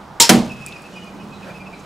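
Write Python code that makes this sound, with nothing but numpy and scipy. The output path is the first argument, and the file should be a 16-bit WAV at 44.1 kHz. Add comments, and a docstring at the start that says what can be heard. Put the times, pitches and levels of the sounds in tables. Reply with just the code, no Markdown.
"""In a fenced garden a crossbow is fired: latch and string snap, and the metal parts ring in their modes.
A tenth of a second later the bolt cracks into a plastic bottle full of water, whose loaded wall
booms dully. Both blows overload the microphone. Small plastic ticks follow, and birds chirp with
echoes off the fences, over a faint wavering hum, soft rustles and the outdoor air."""
import sys
import numpy as np
from scipy import signal
from scipy.fft import rfft, irfft
from scipy.io import wavfile

SR = 44100
rng = np.random.default_rng(int(sys.argv[2]) if len(sys.argv) > 2 else 0)


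def store_wav(level_fs):
    """Save 16-bit WAV to argv[1]."""
    pcm = np.round(np.clip(np.atleast_2d(level_fs), -1, 1) * 32767)
    wavfile.write(sys.argv[1], SR, pcm.T.astype(np.int16))


N = 81585
TIME = np.arange(N) / SR
SHOT_S, TWANG_S, RING_S, STOP_S = .1998, .204, .2085, .2205   # the limbs end their travel at STOP_S
HIT_S, DRIVE_S, JOLT_S = .2923, .2955, .3388   # the bolt pierces, drives in, jolts to a stop


# Modes of the latch and the metal parts. Each row: frequency in Hz, level in dB, T60 in seconds.
LATCH_RING = [(2145,-6,0.022),(2650,-15,.02),(6930,-7.5,0.046),(7680,-1.5,0.035),(8500,-7,.02)]
METAL_RING = [(3177,-19,.2),(4044,-18,.18),(4407,-19,.18),(4969,-15,.19),(5102,-13,.18),(5181,-11,.18),(5532,-8,.19),(7096,-14,.16),(7268,-11,.16),(7580,-16,.14)]
# The bow's clatter and the limbs' clack. Each row: frequency in Hz, band level in dB, T60 in seconds.
CLATTER_BANDS = [(60,-39.5,0.11),(202.4,-29,.13),(450,-29,0.22),(1420,-29,0.38),(3030,-16,0.23),(5300,-13,0.25),(7600,-9.5,0.15),(9760,-18,0.21),(15100,-20.5,0.12)]
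CLACK_BANDS = [(3500,-23,.04),(5300,-7,.05),(7500,-19,.04)]

def crossbow(string_hz=931, string_db=-19, string_hold_s=.04, string_t60_s=.08):
    """Free vibration: the sudden release excites latch, string, limbs and metal, and damping stills them."""
    age = np.maximum(TIME - TWANG_S, 0)
    buzz_db = 2 * drift(110)
    twang_db = string_db + buzz_db - 60 * np.maximum(age - string_hold_s, 0) / string_t60_s
    twang = pan(from_db(twang_db) * np.sqrt(2) * np.sin(2 * np.pi * string_hz * age), string_hz)
    latch = struck(LATCH_RING, SHOT_S, swell_s=.00033)
    clatter = burst(CLATTER_BANDS, SHOT_S, hold_s=.013, attack_s=.0025, flicker_db=.5)
    clack = burst(CLACK_BANDS, STOP_S, hold_s=.004, attack_s=.0015, flicker_db=7.5)
    metal = struck(METAL_RING, RING_S, swell_s=.007)
    return latch + clatter + twang + clack + metal


# The wall's crack, its scatter round the garden and its echo from farther away.
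# Each row: frequency in Hz, band level in dB, T60 in seconds.
CRACK_BANDS = [(101,-40,.05),(416,-15.5,0.06),(900,-17.5,0.066),(1610,-14,0.081),(3440,-10.5,0.038),(6860,-8.5,0.042),(10000,-11.5,.035),(15500,-24,0.067)]
SCATTER_BANDS = [(695,-27,0.51),(1500,-21,0.29),(3000,-22.5,0.39),(6500,-21,.3),(10000,-19.5,0.22),(15000,-32.5,0.23)]
ECHO_BANDS = [(3000,-52,1.6),(7500,-54.5,2.4),(10000,-53,1.2),(15000,-65.5,1.0)]

def bottle_crack(hold_s=.006):
    """A brief impulse has a broad spectrum: the pierced plastic cracks, and reflections prolong it."""
    crack = burst(CRACK_BANDS, HIT_S, hold_s, attack_s=.00024, flicker_db=.3)
    scatter = burst(SCATTER_BANDS, HIT_S, hold_s, attack_s=.0013, flicker_db=1)
    echo = burst(ECHO_BANDS, HIT_S, hold_s, attack_s=.05, flicker_db=4.5)
    return crack + scatter + echo


# Modes of the full bottle. Each row: frequency in Hz, drive level in dB, jolt level in dB, T60 in seconds.
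WALL_MODES = [(139.7,-26.5,-22,0.57),(196.4,-8,-31,0.49),(233.4,-6.5,-11,0.39),(296.3,-28.5,-25,0.37),(325,-11,-22.5,0.26),(466,-21,-20,0.23),(493.6,-20,-37,0.44),(628.5,-21.5,-50,0.47),(766.6,-14.5,-23,.26),(1001,-20,-35,0.25),(1514,-18,-46,0.12),(2300,-32,-46,0.11)]
# The wall flexes once more at the jolt. Each row: frequency in Hz, level in dB, T60 in seconds.
FLEX_MODE = [(203.5,-3.5,0.15)]
# Shudder of wall and water. Each row: frequency in Hz, band level in dB, T60 in seconds.
SHUDDER_BANDS = [(40,-46,1),(93,-41,1),(164,-27.5,1),(300,-19.5,0.27),(498,-28,0.39),(844,-28,0.35),(1500,-51,0.18)]

def bottle_boom(low_cut_hz=125):
    """Mass loading: water keeps the wall's modes low. They boom as the bolt drives in and as it stops."""
    drive = struck([(hz, db, t60) for hz, db, _, t60 in WALL_MODES], DRIVE_S, swell_s=.0031)
    jolt = struck([(hz, db, t60) for hz, _, db, t60 in WALL_MODES] + FLEX_MODE, JOLT_S, swell_s=.0024)
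    boom = signal.sosfilt(signal.butter(4, low_cut_hz, "high", fs=SR, output="sos"), drive + jolt)
    return boom + burst(SHUDDER_BANDS, HIT_S, hold_s=.066, attack_s=.0089, flicker_db=2.6)


# Small plastic ticks. Each row: start in seconds, gain in dB.
TICK_EVENTS = [(0.6634,-0.5),(.821,-20),(.866,-25),(.964,-26),(1.045,-23)]
# A tick's modes and its noise tail. Each row: frequency in Hz, level before that gain in dB, T60 in seconds.
TICK_RING = [(5830,-28,.004),(7140,-29,0.0021),(7980,-13.5,0.0036),(9200,-15.5,0.0034),(12300,-28,0.0027)]
TAIL_BANDS = [(3000,-68,.1),(8000,-40.5,0.21),(15000,-52,.08)]

def ticks():
    """Heavy damping: high modes die within milliseconds, so each is a click with a faint tail."""
    out = 0
    for start, db in TICK_EVENTS:
        click = struck(TICK_RING, start, swell_s=.0001)
        tail = burst(TAIL_BANDS, start, hold_s=.003, attack_s=.0016, flicker_db=3)
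        out += from_db(db) * (click + tail)
    return out


# Chirps of garden birds. Each row: start in seconds, length in seconds, pitch in Hz, level in dB.
BIRD_CHIRPS = [(0.489,0.052,2618,-33.5),(0.6,0.055,2578,-37.5),(0.654,0.046,2442,-36.5),(0.7,0.058,2607,-39.5),(0.753,0.025,2443,-35.5),(0.841,0.039,2610,-43),(0.949,0.046,2442,-37.5),(0.922,0.095,2895,-46),(0.994,0.06,2930,-45),(1.059,0.046,2446,-44),(1.183,0.065,2920,-50.5),(1.193,.04,2530,-46),(1.313,0.041,2510,-44.5),(1.325,0.057,3910,-47.5),(1.416,0.042,2550,-42),(1.491,0.032,2440,-41),(1.537,0.052,2580,-41.5),(1.592,0.042,2410,-39.5),(1.656,0.032,2580,-39.5),(1.723,0.033,2390,-37.5),(1.73,0.057,4050,-50.5)]

def birds(fall=.015, roughness=.03, octave_db=-18):
    """Frequency modulation: a fast random waver roughens slightly falling whistles with a weak octave."""
    out, waver = 0, drift(450)
    for start, length, hz, db in BIRD_CHIRPS:
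        progress = np.clip((TIME - start) / length, 0, 1)
        pitch = hz * (1 + fall * (.5 - progress) + roughness * waver)
        phase = 2 * np.pi * np.cumsum(pitch) / SR
        whistle = np.sqrt(2) * (np.sin(phase) + from_db(octave_db) * np.sin(2 * phase))
        out += pan(from_db(db) * np.sin(np.pi * progress) * whistle, hz, AIR_IMAGE)
    return out


def fence_echoes(chirps, echo_db=-2.5, t60_s=.52):
    """Reverberation: dense reflections off the fences blur the chirps, a convolution with decaying noise."""
    mean_hz = np.mean(BIRD_CHIRPS, axis=0)[2]
    response = spread(*rng.standard_normal((2, N)), mean_hz, AIR_IMAGE) * from_db(-60 * TIME / t60_s)
    response /= np.sqrt(np.sum(response ** 2) / 2)
    echoes = signal.fftconvolve(chirps, response, axes=1)[:, :N]
    wet = from_db(echo_db)
    return (chirps + wet * echoes) / np.hypot(1, wet)


# The course of the hum. 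Each row: time in seconds, level in dB.
HUM_ENVELOPE = [(0,-57),(.78,-51),(1.06,-39.5),(1.27,-38.5),(1.5,-44.5),(1.85,-42)]

def hum(hz=195, half_width_hz=15.4):
    """Narrow-band noise: neighbouring frequencies beat, heard as a low wavering tone."""
    tone = wide_noise(lambda f: 1 / (1 + ((f - hz) / half_width_hz) ** 2), hz)
    return tone * from_db(np.interp(TIME, *np.transpose(HUM_ENVELOPE)))


# Rustles and soft bumps. Each row: peak time in seconds, width in seconds, centre in Hz, level in dB.
RUSTLE_EVENTS = [(0.726,0.0037,3460,-40.5),(1.157,0.0084,246,-37),(1.243,0.0075,190,-33),(1.487,0.024,574,-37.5),(1.487,0.023,1510,-41.5),(1.8,0.0058,6900,-54)]

def rustles(half_width_octaves=.3):
    """Band noise under a brief Gaussian envelope is heard as a rustle when high, a bump when low."""
    out = 0
    for peak, width, hz, db in RUSTLE_EVENTS:
        swell = from_db(db) * np.exp(-.5 * ((TIME - peak) / width) ** 2)
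        out += swell * wide_noise(lambda f: 1 / (1 + (np.log2(f / hz) / half_width_octaves) ** 2), hz)
    return out


# Outdoor air before and after the shot. Each row: frequency in Hz, band level in dB.
EARLY_AIR = [(30,-64),(70,-57),(140,-49),(300,-51),(600,-49.5),(1000,-42.5),(1500,-52.5),(2400,-58.5),(4500,-60.5),(7000,-66.5),(15000,-70)]
LATE_AIR = [(30,-64.5),(70,-58),(140,-50),(300,-48.5),(600,-49.5),(1050,-45),(1900,-54.5),(3000,-53.5),(5000,-56.5),(8500,-60),(15000,-68)]
# The background ducks after the loud blows, as with automatic gain control, then recovers and wavers.
# Each row: time in seconds, low gain in dB, treble gain in dB.
DUCKING_GAINS = [(.3,2,0),(.7,-1.5,-0.5),(1.05,-0.5,-1.5),(1.25,0.5,-3),(1.5,1,0),(1.66,0.5,-4),(1.85,-0.5,-1)]

def air(flicker_db=.9, flicker_hz=10.4, split_hz=1200):
    """Ambient noise: a broad spectrum whose bands flicker independently; its colour shifts at the shot."""
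    def bed(table):
        return sum(x * from_db(db + flicker_db * drift(flicker_hz)) for x, (db,) in bands(table, AIR_IMAGE))
    early, late = bed(EARLY_AIR), bed(LATE_AIR)
    low = signal.sosfiltfilt(signal.butter(2, split_hz, fs=SR, output="sos"), late)
    times, *gains_db = np.transpose(DUCKING_GAINS)
    low_gain, treble_gain = (from_db(np.interp(TIME, times, db)) for db in gains_db)
    fade = np.clip((TIME - SHOT_S) / (HIT_S - SHOT_S), 0, 1)
    return (1 - fade) * early + fade * (low_gain * low + treble_gain * (late - low))


# The blows and the air at the two microphones.
# Each row: frequency in Hz, correlation from 0 to 1, left minus right level in dB.
BLOW_IMAGE = [(30,.1,-8.5),(70,0.5,5),(126.2,0.91,-1.5),(300,0.92,-2),(1090,0.86,-1.8),(2540,0.79,-1.3),(6000,0.93,-0.5),(7880,1,2.5),(10600,0.2,-1),(15000,.4,5)]
AIR_IMAGE = [(29.85,.5,-1.5),(150,1,-2.5),(400,0.91,-1.5),(800,0.87,-3),(1500,.76,-1.5),(3070,0.56,-1),(6670,0.99,0),(10900,0.1,0.5),(15000,0.48,2.5)]

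def pan(x, hz, image=BLOW_IMAGE):
    """A level difference between the channels gives each frequency its direction."""
    return x * from_db(at_hz(image, hz)[1] * np.array([[.5], [-.5]]))


def spread(mid, side, hz, image):
    """Partial coherence: sum and difference of two independent noises give correlated left and right."""
    correlation = np.clip(at_hz(image, hz)[0], 0, 1)
    pair = np.sqrt((1 + correlation) / 2) * mid + np.sqrt((1 - correlation) / 2) * side * [[1], [-1]]
    return pan(pair, hz, image)


def struck(modes, start, swell_s):
    """Modal superposition: after a blow, damped sines build up together and decay at their own rates."""
    age = np.maximum(TIME - start, 0)
    ringing = sum(pan(from_db(db - 60 * age / t60) * np.sin(2 * np.pi * hz * age), hz)
                  for hz, db, t60 in modes)
    return (1 - np.exp(-age / swell_s)) * ringing


def burst(table, start, hold_s, attack_s, flicker_db):
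    """Modal overlap: countless resonances merge into noise that rises, holds unevenly and dies by band."""
    age = TIME - start
    gate = np.clip(age / attack_s, 0, 1) * from_db(flicker_db * drift(150))
    decay_age = np.maximum(age - hold_s, 0)
    return gate * sum(x * from_db(db - 60 * decay_age / t60) for x, (db, t60) in bands(table))


def bands(table, image=BLOW_IMAGE):
    """A filter bank: overlapping half-octave slices of stereo noise, each with the table's values there."""
    white = rfft(rng.standard_normal((2, 2 * SR)))
    f = np.fft.rfftfreq(2 * SR, 1 / SR) + 1e-9
    for hz in 26 * 2 ** (np.arange(20) / 2):
        if table[0][0] / np.sqrt(2) < hz < table[-1][0] * np.sqrt(2):
            triangle = np.maximum(1 - 2 * np.abs(np.log2(f / hz)), 0)
            power_share = hz * np.log(2) / SR
            mid, side = irfft(white * triangle)[:, :N] / np.sqrt(power_share)
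            yield spread(mid, side, hz, image), at_hz(table, hz)


def wide_noise(shape, hz):
    """Shaped noise from all around, partly coherent between the channels."""
    return spread(noise(shape), noise(shape), hz, AIR_IMAGE)


def drift(rate_hz):
    """Random modulation: low-passed noise of rms 1."""
    return noise(lambda f: 1 / (1 + (f / rate_hz) ** 2))


def noise(shape):
    """Spectral shaping: noise of rms 1 whose amplitude spectrum follows shape(frequency)."""
    f = np.fft.rfftfreq(2 * SR, 1 / SR) + 1e-9
    x = irfft(rfft(rng.standard_normal(2 * SR)) * shape(f))[:N]
    return x / x.std()


def at_hz(table, hz):
    """A table's columns, interpolated along log frequency."""
    f, *columns = np.transpose(table)
    return [np.interp(np.log(hz), np.log(f), column) for column in columns]


def from_db(db):
    """Decibels to amplitude ratio."""
    return 10 ** (np.asarray(db) / 20)


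def scene():
    """Superposition: the pressures of shot, hit and garden add."""
    blows = crossbow() + bottle_crack() + bottle_boom()
    return blows + ticks() + fence_echoes(birds()) + air() + hum() + rustles()


def record(dry, stopband_hz=16000):
    """Saturation: the microphone clips the blows flat, then a steep low-pass cuts the top."""
    clipped = np.clip(dry, -1, 1)
    return signal.sosfiltfilt(signal.cheby2(16, 40, stopband_hz, fs=SR, output="sos"), clipped)


dry = scene()
out = record(dry)
store_wav(out)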